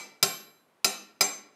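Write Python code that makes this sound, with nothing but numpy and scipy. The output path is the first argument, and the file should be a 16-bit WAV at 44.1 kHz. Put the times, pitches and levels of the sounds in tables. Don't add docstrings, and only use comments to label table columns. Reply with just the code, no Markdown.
import sys
import numpy as np
from scipy import signal
from scipy.fft import rfft, irfft
from scipy.io import wavfile
from scipy.ndimage import uniform_filter1d

SR = 44100
rng = np.random.default_rng(int(sys.argv[2]) if len(sys.argv) > 2 else 0)


def materialize(psi):
    bounded = np.clip(np.atleast_2d(psi).T, -1, 1)
    quanta = np.round(bounded * 32767).astype(np.int16)
    wavfile.write(sys.argv[1], SR, quanta)


def linear_from_db(decibels):
    return 10 ** (np.asarray(decibels, float) / 20)


N = 68355
LEAD = SR // 4


def read(table, hz, order=1):
    rows = np.array(table, float)
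    return np.interp(np.log(hz), np.log(rows[:, 0]), rows[:, order])


def add(track, s, x):
    i = LEAD + int(s * SR)
    track[i:i + len(x)] += x[:len(track) - i]


def ring(hz, db, t60_s, rise_s, size, spread_rad=0.98):
    t = np.arange(size) / SR
    hz, db, t60_s = (np.asarray(v)[:, None] for v in (hz, db, t60_s))
    phase = spread_rad * rng.uniform(-1, 1, hz.shape)
    modes = linear_from_db(db - 60 * t / t60_s) * np.sin(2 * np.pi * hz * t + phase)
    return modes * (1 - np.exp(-t / rise_s))


VASE_HZ = [1352, 2000, 2345, 2600, 3810, 4010, 4400, 4630, 4980, 5160, 5525, 6150, 7585, 10060]
# [level/dB, t60/s]
VASE_MODES = [(-10.5, .08), (-14.5, 0.066), (-8.5, 0.061), (-6, 0.017), (-15, .06), (-4.5, 0.045),
              (-10.5, .07), (-22.5, .06), (2.5, 0.044), (-27, .08), (-12.5, 0.087), (-4, 0.035),
              (-11, 0.18), (-12.5, .07)]
# [f/Hz, level/dB]
SHELL_LEVEL = [(180, -44), (300, -13.5), (1730, -12.5), (2320, -5.5), (3180, -10), (5050, -2.5), (5850, -7),
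               (10300, -7.5), (15500, -8)]
# [f/Hz, t60/s]
SHELL_T60 = [(300, 0.18), (2000, 0.048), (6000, 0.08), (15000, .04)]
SHELL_DB, SCATTER_DB, CONTACT_S = -13.5, 2.2, 0.00091


def vase(db):
    hz = np.array(VASE_HZ)
    mode_db, t60_s = np.array(VASE_MODES).T
    detune, scatter = rng.standard_normal((2, len(hz)))
    strong_db = db + mode_db + SCATTER_DB * scatter / 2
    strong = ring(hz * (1 + detune / 800), strong_db, t60_s, CONTACT_S, size=SR // 4)

    place, level, length = rng.random((3, 260))
    hz = 200 + 15300 * place ** 1.3
    small_db = db + SHELL_DB + read(SHELL_LEVEL, hz) + 8 * (level - .5)
    small_t60_s = read(SHELL_T60, hz) * (.5 + length)
    small = ring(hz, small_db, small_t60_s, CONTACT_S, size=SR // 5)
    return strong.sum(axis=0), small.sum(axis=0)


STUMP_HZ = [205, 260, 310, 395, 520, 610, 695, 750, 800, 870, 1080]
# [level/dB, t60/s]
STUMP_MODES = [(-22.5, 0.14), (-26.5, 0.072), (-24.5, 0.098), (-22.5, 0.09), (-23, 0.11), (-17.5, .06),
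               (-13, 0.08), (-16.5, 0.094), (-21.5, .09), (-26.5, 0.11), (-24, 0.072)]
THUD_RISE_S = 0.0058


def stump(db):
    mode_db, t60_s = np.array(STUMP_MODES).T
    mode_db = mode_db + rng.standard_normal(len(t60_s))
    return ring(STUMP_HZ, db + mode_db, t60_s, THUD_RISE_S, size=SR // 3, spread_rad=.3).sum(axis=0)


THUMP_HZ, THUMP_S = 162, .004


def thump(db):
    t = np.arange(SR // 10) / SR
    push = t / THUMP_S * np.exp(1 - t / THUMP_S)
    return linear_from_db(db) * push * np.sin(2 * np.pi * THUMP_HZ * t)


SWING_DB, SWING_PER_S = 4.5, 3.7


def walk(rate_hz, count, size):
    k = int(SR / rate_hz)
    steps = np.repeat(rng.standard_normal((count, size // 1000 + 2)), k, axis=1)[:, :size]
    return 1.3 * uniform_filter1d(uniform_filter1d(steps, k), k)


STEEL_HZ = [2324, 4000, 6197, 7562, 9540, 10980, 11650, 13740, 6907, 8555]
# [t60/s, twin offset/Hz, twin level/dB, swell at the onset/s]
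STEEL_MODES = [(0.46, 14, -8, .01), (0.55, 7.7, -8, 0.0057), (0.48, 6.6, 1, .02), (0.54, 3.3, -9.5, .003),
               (0.45, 2.7, -2, .003), (0.7, 1.9, -12, .02), (0.63, 1.9, -15, .06), (.2, 8, -9.5, .003),
               (.3, 9.5, -12, .003), (0.24, 9.3, -9.5, 0.0025)]
# [level/dB, level/dB, level/dB, level/dB]
STEEL_DB = [(-15.5, -28, -25, -30), (-19.5, -23.5, -19, -20.5), (-14, -26.5, -18.5, -17),
            (-22, -23.5, -20, -28), (-42.5, -42, -33.5, -30.5), (-50.5, -38, -54.5, -49.5),
            (-30.5, -23, -19, -27), (-45.5, -45.5, -49.5, -47.5), (-38, -40, -32.5, -32),
            (-41.5, -43.5, -36, -37.5)]


def steel(blow, db, longer):
    hz, size = np.array(STEEL_HZ), SR * 4 // 5
    t60_s, twin_hz, twin_db, swell_s = np.array(STEEL_MODES).T
    t60_s, swell_s = t60_s * longer, swell_s[:, None]
    db = db + np.array(STEEL_DB)[:, blow]
    lower = ring(hz - twin_hz / 4, db, t60_s, swell_s, size, spread_rad=.3)
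    upper = ring(hz + twin_hz * .75, db + np.minimum(twin_db, 0), t60_s, swell_s, size, spread_rad=.3)
    swing = linear_from_db(SWING_DB * walk(SWING_PER_S, count=len(hz), size=size))
    return ((lower + upper) * swing).sum(axis=0)


# [f/Hz, t60/s, level/dB]
ROOM = [(100, 0.24, -11), (250, 0.85, -3), (600, 0.54, -5), (1540, 0.58, -1), (3000, 0.46, -2.5),
        (5560, 0.45, -8), (9500, 0.3, -1.5), (14900, .33, -14)]
ROOM_RISE_S = 0.0043


def room():
    t, f = np.arange(SR) / SR, np.fft.rfftfreq(SR, 1 / SR)
    noise = rfft(rng.standard_normal(SR))
    out = np.zeros(SR)
    for hz in 50 * 2 ** (np.arange(26) / 3):
        window = np.clip(1 - 3 * np.abs(np.log2((f + 1) / hz)), 0, 1)
        band = irfft(noise * window, SR)
        out += band * linear_from_db(read(ROOM, hz, order=2) - 60 * t / read(ROOM, hz))
    return out * (1 - np.exp(-(t / ROOM_RISE_S) ** 2)) / 40


# [f/Hz, level/dB]
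HISS = [(40, -26), (130, -10.5), (320, -8), (1080, -11), (3000, -22), (6500, -30), (11000, -30.5),
        (15500, -37.5)]
HISS_DB = -68


def hiss():
    f = np.fft.rfftfreq(N, 1 / SR) + 1
    x = irfft(rfft(rng.standard_normal(N)) * linear_from_db(read(HISS, f)) * (f > 30), N)
    return x * linear_from_db(HISS_DB) / np.std(x)


# [t/s, level/dB, thud level/dB, thump level/dB, ring length factor]
BLOWS = [
    (-.11, -15, 4, -22, 0.76),
    (0.2269, -14, 4, -15.5, 1),
    (.8444, -16, 6, -24, 0.76),
    (1.2083, -15, 3.5, -21.5, 0.79),
]
VASE_WET_DB, STEEL_WET_DB = -5, -1.5


def scene():
    clank, tones, rings = np.zeros((3, N + LEAD))
    for blow, (s, db, thud_db, thump_db, longer) in enumerate(BLOWS):
        strong, small = vase(db)
        add(tones, s, strong)
        add(clank, s, small)
        add(clank, s, stump(db + thud_db))
        add(clank, s, thump(db + thump_db))
        add(rings, s, steel(blow, db, longer))
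    direct = clank + tones + rings
    into_room = clank + linear_from_db(VASE_WET_DB) * tones + linear_from_db(STEEL_WET_DB) * rings
    wet = signal.fftconvolve(into_room, room())[:len(clank)]
    return ((direct + wet)[LEAD:] + hiss())[None]


def roll_off(x):
    return signal.sosfilt(signal.butter(12, 16580, fs=SR, output="sos"), x)


MIC_LOW_HZ, MIC_TOP_HZ = 110, 15300


def record(dry):
    x = signal.sosfilt(signal.butter(3, MIC_LOW_HZ, "high", fs=SR, output="sos"), dry)
    x = signal.sosfilt(signal.butter(10, MIC_TOP_HZ, fs=SR, output="sos"), x)
    return roll_off(x)


dry = scene()
out = record(dry)
materialize(out)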